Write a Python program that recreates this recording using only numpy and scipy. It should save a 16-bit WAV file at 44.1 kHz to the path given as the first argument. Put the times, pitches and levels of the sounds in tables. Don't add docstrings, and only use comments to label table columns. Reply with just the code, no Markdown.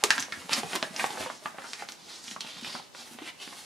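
import sys
import numpy as np
from scipy import signal
from scipy.fft import rfft, irfft
from scipy.io import wavfile
from scipy.ndimage import uniform_filter1d

SR = 44100
rng = np.random.default_rng(int(sys.argv[2]) if len(sys.argv) > 2 else 0)


def voltage_ratio(decibels):
    exponent = np.asarray(decibels, float) / 20
    return 10 ** exponent


def unload_audio(sound):
    columns = np.transpose(np.atleast_2d(sound))
    steps = np.round(np.clip(columns, -1, 1) * 32767)
    wavfile.write(sys.argv[1], SR, steps.astype(np.int16))


N = 160965

# [f/Hz, level/dB]
AIR_COLOUR = [(25, 27), (80, 2.5), (150, 2.5), (900, -2), (1500, -8), (6000, -10), (11000, -16),
              (15500, -26)]
# [f/Hz, level/dB]
ECHO_SIDE = [(60, 5), (200, -9), (1300, -2), (6000, -10), (13000, 2)]
# [t/s, level/dB, f/Hz]
THUMPS = [(0.04, -13.5, 370), (0.185, -27.5, 235), (0.282, -38, 276), (0.371, -30.5, 268),
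          (0.441, -37, 217), (0.514, -25, 247), (0.577, -26, 206), (0.605, -28, 234), (0.64, -30.5, 158),
          (0.667, -38, 152), (0.37, -39.5, 93), (0.2, -44, 90), (1.197, -33.5, 86), (2.661, -45, 90),
          (0.75, -18.5, 370), (0.825, -47, 418), (0.905, -33, 216), (1.033, -46.5, 298), (1.204, -26, 230),
          (1.453, -35.5, 235), (2.313, -33.5, 233), (2.359, -39, 206), (2.442, -36.5, 223),
          (2.563, -34.5, 230), (2.624, -31, 234), (2.668, -35, 188), (2.745, -29.5, 284),
          (3.11, -35.5, 253), (3.148, -34.5, 242), (3.217, -27, 282), (3.473, -34.5, 226)]
# [f/Hz, level/dB]
PAPER_COLOUR = [(59, -83), (100, -38), (218, 0), (477, -6.5), (808, -1), (917, -3), (4460, -7),
                (10400, -12.5), (15500, -34.5)]
# [peak t/s, rise/s, fall/s, level/dB,
# centre/octaves above 1 kHz]
PAPER_SLIDES = [(.01, 0.0078, 0.12, -52.5, 0.5), (0.203, 0.091, 0.024, -36, 18),
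                (.36, 0.073, 0.16, -44, 8), (0.536, 0.018, 0.0041, -27.5, 1.5),
                (0.584, 0.033, 0.012, -30, -6), (0.702, 0.059, 0.12, -39, -19),
                (0.757, 0.019, 0.0056, -33, 1.2), (1.001, 0.038, 0.06, -32.5, 5.5),
                (1.12, 0.016, 0.069, -43.5, -1.5), (1.223, 0.047, 0.019, -35.5, 7),
                (1.268, 0.018, 0.034, -42.5, 1.4), (1.36, 0.046, 0.024, -47.5, 2.5),
                (1.46, 0.032, 0.04, -44, 4.5),
                (1.618, 0.045, 0.031, -42.5, 0.27), (1.72, 0.034, 0.063, -42.5, 2.48),
                  (1.81, 0.02, 0.025, -42, 1.04), (1.91, 0.022, 0.023, -48.5, 4.1),
                  (2.141, 0.1, 0.028, -43, 2.13), (2.299, 0.089, 0.041, -41.5, 2.56),
                  (2.471, 0.035, 0.032, -44.5, 1.9), (2.66, 0.02, 0.1, -56, 1.4),
                  (2.738, 0.16, 0.06, -39.5, 1.93), (2.999, 0.041, 0.045, -44, 2.15),
                  (3.13, 0.063, 0.027, -47, 4), (3.281, 0.05, 0.016, -40, 1.49),
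                  (3.419, 0.013, 0.028, -46.5, 1.9), (3.52, 0.11, 0.32, -49, 2.05),
                  (3.63, 0.12, 0.058, -50, 3.5)]
CURLS = [
    (.335, 0.0047, 0.023, -44, 0.79),
    (0.841, 0.011, .022, -41.5, .75),
    (1.004, 0.0048, 0.0065, -36, 0.72),
    (2.414, 0.0056, 0.0063, -37.5, 1.63),
    (2.48, 0.028, .02, -53, 1.43),
    (2.67, 0.024, 0.049, -54, 2.37),
    (2.74, 0.033, 0.016, -48, 2.25),
    (3.272, 0.0053, 0.011, -45, 1.12),
    (3.42, 0.031, .015, -49.5, 1.52),
]
# [t/s, level/dB, ring f/Hz, crack top/octaves above 1 kHz, body level/dB]
CRISP_CREASES = [(0.037, -2.5, 1226, 2.76, -8.5), (0.104, -2.5, 1750, 2.41, -3),
                 (0.1883, -19.5, 3720, 1.65, -5), (0.196, -23, 6000, 1.8, 8),
                 (0.202, -20.5, 7500, 2.86, -12), (0.524, -24, 2930, 1.27, -1), (0.528, -22, 4430, 1.8, 1),
                 (0.531, -9.5, 4450, 2.5, -3), (0.536, -13, 5260, 2.5, -1), (0.753, -19.5, 1005, 3.3, 0),
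                 (0.758, -12.5, 2130, 2.24, -3.5), (0.962, -22, 5300, 2.1, 1), (1.062, -23, 5500, 3.1, -8),
                 (1.225, -23, 1160, 1.67, -3), (1.732, -18, 2870, 2.33, -8.5), (1.887, -21, 1920, 2.15, -7),
                 (1.92, -26.5, 5950, 2.6, -6), (2.24, -31, 5070, 2.9, -4), (2.279, -27.5, 2840, 2.2, 0),
                 (2.406, -20.5, 4370, 2.53, -1)]
FIRM_CREASES = [(0.179, -15.5, 1750, 2.2, 1), (0.224, -18, 5800, 1.93, -2), (0.322, -15.5, 1815, 1.92, 3.5),
                (0.417, -31.5, 1900, 1.7, -2), (0.493, -21, 873, 1.9, -2), (0.632, -23.5, 720, 1.8, 2.5),
                (0.731, -18.5, 807, 1.7, 2), (0.826, -10, 577, 1.96, -13), (0.941, -31, 630, 2, -7.5),
                (0.995, -15, 1910, 1.43, 4), (1.022, -37, 1750, 2.1, 0), (1.104, -24.5, 820, 2, 1.5),
                (1.206, -26, 656, 1.58, 3), (1.457, -20.5, 1237, 1.34, 4), (1.619, -35.5, 1720, 2, 4),
                (1.801, -36.5, 884, 2.3, -1), (2.311, -28.5, 3450, 1.74, -10), (2.465, -37, 2690, 1.9, -1),
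                (2.568, -32.5, 3500, 1.82, -4), (2.611, -35, 2750, 3.1, 5), (2.646, -22.5, 3360, 2.05, 7.5),
                (3.186, -30.5, 895, 1.42, -10), (3.4, -43, 2850, 2.3, 11)]
DULL_CREASES = [(0.029, -36, 800, 1, 10.5), (0.282, -33, 560, 0.25, -6), (1.041, -14.5, 830, 1.14, 1.5),
                (1.153, -34.5, 1010, 1.6, 10), (1.173, -21.5, 820, 0.55, 1), (1.261, -22, 905, 0.28, 3.5),
                (1.299, -22, 1130, 0.35, -12), (1.422, -48, 657, 0.97, 6), (1.544, -41, 643, 1, 7),
                (1.583, -26.5, 732, 1.23, 5.5), (1.641, -29.5, 810, 0.6, -7), (1.822, -24, 813, 0.57, -1.5),
                (2.362, -28, 1090, 0.67, 5.5), (2.446, -34, 860, 0.19, -2), (2.671, -32.5, 890, 0.4, -11),
                (2.75, -27.5, 1270, 0.57, -2.5), (2.797, -38.5, 814, 1.37, 8.5),
                (2.947, -31, 900, 0.98, -6), (3.22, -36.5, 490, 0.33, -3), (3.475, -31.5, 696, 1.25, -7),
                (3.526, -36.5, 1310, 0.87, 8.5)]

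AIR_DB, AIR_SIDE = -48.5, 0.94

FIRST_ECHO_S, ROOM_DB = 0.0014, 1
ROOM_T60_S, ROOM_TREBLE_T60_S = 0.33, 0.21
EARLY_T60_S, EARLY_DB = 0.06, 6
POSE_S = 0.11

RING_SPREAD = 0.1023
THUMP_CYCLES, SNAP_CYCLES = 1.7, 5

SLIDE_OCT, SLIDE_SKIRT_DB = 0.52, -10
CURL_OCT, CURL_SKIRT_DB = 0.13, -24
GRAINS_PER_S, GRAIN_DB, FLUTTER_DB = 2000, 2, 1.5
KNOCKS_PER_S, KNOCK_SPREAD_DB, KNOCK_DB = 53, 2, -13.5
KNOCK_OCT, KNOCK_WIDTH_OCT = -0.083, 0.67
KNOCK_GRIP = 1

CRACK_S, CRACK_LAG_S = 0.000447, 0.001182
CRACK_FALL_DB, CRACK_RISE_DB, BELOW_DB = -9.5, -1.5, 12
CRACK_OCT = 1.06
BODY_DB, BODY_OCT, RING_DB = 2.5, 0.18, -5

PAN_DB, MIC_LOW_HZ, MIC_TOP_HZ = -0.93, 121, 15500


def shade(x, db_of_oct):
    n = x.shape[-1]
    hz = np.arange(n // 2 + 1) * SR / n
    octs = np.log2(np.maximum(hz, 1) / 1000)
    return irfft(rfft(x) * voltage_ratio(db_of_oct(octs)), n)


def curve(table):
    hz, db = np.array(table, float).T
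    return lambda octs: np.interp(octs, np.log2(hz / 1000), db)


def bell(centre, width):
    return lambda octs: -4.3 * ((octs - centre) / max(width, .1)) ** 2


def unit(x):
    return x / np.sqrt(np.mean(x ** 2))


def walk(rate):
    k = max(int(SR / rate), 2)
    once = uniform_filter1d(rng.standard_normal(N), k)
    return unit(uniform_filter1d(once, k))


def add(out, t, x):
    i = max(int(t * SR), 0)
    out[i:i + len(x)] += x[:N - i]


def ring(hz, cycles, chance):
    t = np.arange(4096) / SR
    f = hz * np.exp(RING_SPREAD * chance)[:, None]
    tones = np.sin(2 * np.pi * f * t) * np.exp(-t * f / max(cycles, .3))
    x = np.sum(tones, axis=0)
    return x / np.abs(x).max()


def grains(per_s, spread_db):
    pick = rng.random((3, N))
    happens = pick[0] < per_s / SR
    sign = np.sign(pick[1] - .5)
    size = voltage_ratio(-spread_db * np.log(pick[2] + .02))
    return unit(happens * sign * size)


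def air():
    mid = unit(shade(rng.standard_normal(N), curve(AIR_COLOUR)))
    side = unit(shade(rng.standard_normal(N), curve(AIR_COLOUR)))
    return voltage_ratio(AIR_DB) * (mid + AIR_SIDE * side * np.array([[1], [-1]]))


def room(x):
    t, hop = np.arange(SR // 3) / SR, int(POSE_S * SR)
    start = np.clip((t - FIRST_ECHO_S) / 0.00027, 0, 1)
    fade = lambda t60: np.exp(-np.log(1000) * t / t60) * start
    window = signal.windows.hann(2 * hop, False)
    out, x = np.zeros((2, N + SR)), np.pad(x, (hop, SR))
    for i in range(0, N + hop, hop):
        mid, side = rng.standard_normal((2, len(t)))
        echoes = mid + shade(side, curve(ECHO_SIDE)) * np.array([[1], [-1]])
        low = shade(echoes, lambda o: -6 * np.maximum(o - 1, 0))
        tail = low * fade(ROOM_T60_S) + (echoes - low) * fade(ROOM_TREBLE_T60_S)
        tail = tail + voltage_ratio(EARLY_DB) * echoes * fade(EARLY_T60_S)
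        wet = signal.fftconvolve(x[None, i:i + 2 * hop] * window, unit(tail), axes=1)
        out[:, i:i + wet.shape[1]] += wet * voltage_ratio(ROOM_DB) / np.sqrt(len(t))
    return out[:, hop:hop + N]


def thumps():
    out = np.zeros(N)
    onset = np.minimum(np.arange(4096) / SR / 0.0043, 1)
    for s, db, hz in THUMPS:
        add(out, s, voltage_ratio(db) * onset * ring(hz, THUMP_CYCLES, rng.standard_normal(3)))
    return out


def slides():
    out, t = np.zeros(N), np.arange(N) / SR
    rub = rng.standard_normal(N) + grains(GRAINS_PER_S, GRAIN_DB)
    rub = shade(rub * voltage_ratio(FLUTTER_DB * walk(39)), curve(PAPER_COLOUR))
    knocks = unit(shade(grains(KNOCKS_PER_S, KNOCK_SPREAD_DB), bell(KNOCK_OCT, KNOCK_WIDTH_OCT)))
    strokes = [(*row, SLIDE_OCT, SLIDE_SKIRT_DB) for row in PAPER_SLIDES]
    strokes += [(*row, CURL_OCT, CURL_SKIRT_DB) for row in CURLS]
    for s, rise, fall, db, centre, width, skirt_db in strokes:
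        a, b = max(int((s - .4) * SR), 0), int((s + .4) * SR)
        band = lambda o: -skirt_db * (np.exp(-.5 * ((o - centre) / width) ** 2) - 1)
        hiss = unit(shade(rub[a:b], band))
        knocking = voltage_ratio(KNOCK_DB + KNOCK_GRIP * (db + 29.5)) * knocks[a:b]
        d = t[a:b] - s
        swell = np.exp(-.5 * (d / np.where(d < 0, max(rise, .004), max(fall, .004))) ** 2)
        out[a:b] += voltage_ratio(db) * (hiss + knocking) * swell
    return out


def crack_colour(top, centre):
    def gain(o):
        above = np.maximum(o - top, 0)
        below = np.minimum(o - top + CRACK_OCT, 0)
        far_below = np.minimum(o - min(centre, top) + 1, 0)
        return CRACK_FALL_DB * above * (1 + above) + CRACK_RISE_DB * below + BELOW_DB * far_below
    return gain


def snaps():
    out = np.zeros(N)
    n, lead = 2048, .004
    place = 31 * np.linspace(0, 1, n // 2 + 1) ** .6
    for s, db, hz, top, body_db in CRISP_CREASES + FIRM_CREASES + DULL_CREASES:
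        chance = rng.standard_normal(36)
        smear = CRACK_S * 2 ** np.clip(2.8 - top, .7, 1.6)
        late = lead + smear * np.abs(np.interp(place, np.arange(32), chance[4:]))
        click = irfft(np.exp(-2j * np.pi * np.cumsum(late) * SR / n), n)
        centre = np.log2(hz / 1000)
        body = voltage_ratio(BODY_DB + body_db) * shade(click, bell(centre, BODY_OCT))
        crack = shade(click, crack_colour(top, centre)) + body
        add(out, s + CRACK_LAG_S - lead, voltage_ratio(db + 0.5) * crack / np.abs(crack).max())
        tone = ring(hz, SNAP_CYCLES, chance[:4] * [0, 0.4, 1.8, 2.46])
        add(out, s + CRACK_LAG_S, voltage_ratio(db + RING_DB + body_db) * tone)
    return out


def scene():
    paper = snaps() + voltage_ratio(-4.0) * slides() + voltage_ratio(-2.0) * thumps()
    pan = voltage_ratio(np.array([[PAN_DB], [-PAN_DB]]) / 2)
    return (paper + room(paper)) * pan + air()


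def roll_off(x):
    return signal.sosfilt(signal.butter(12, 16470, fs=SR, output="sos"), x)


def record(dry):
    low_cut = signal.butter(3, MIC_LOW_HZ, "high", fs=SR, output="sos")
    top_cut = signal.ellip(8, .2, 70, MIC_TOP_HZ, fs=SR, output="sos")
    mix = signal.sosfilt(np.vstack([low_cut, top_cut]), dry)
    return roll_off(mix)


dry = scene()
out = record(dry)
unload_audio(out)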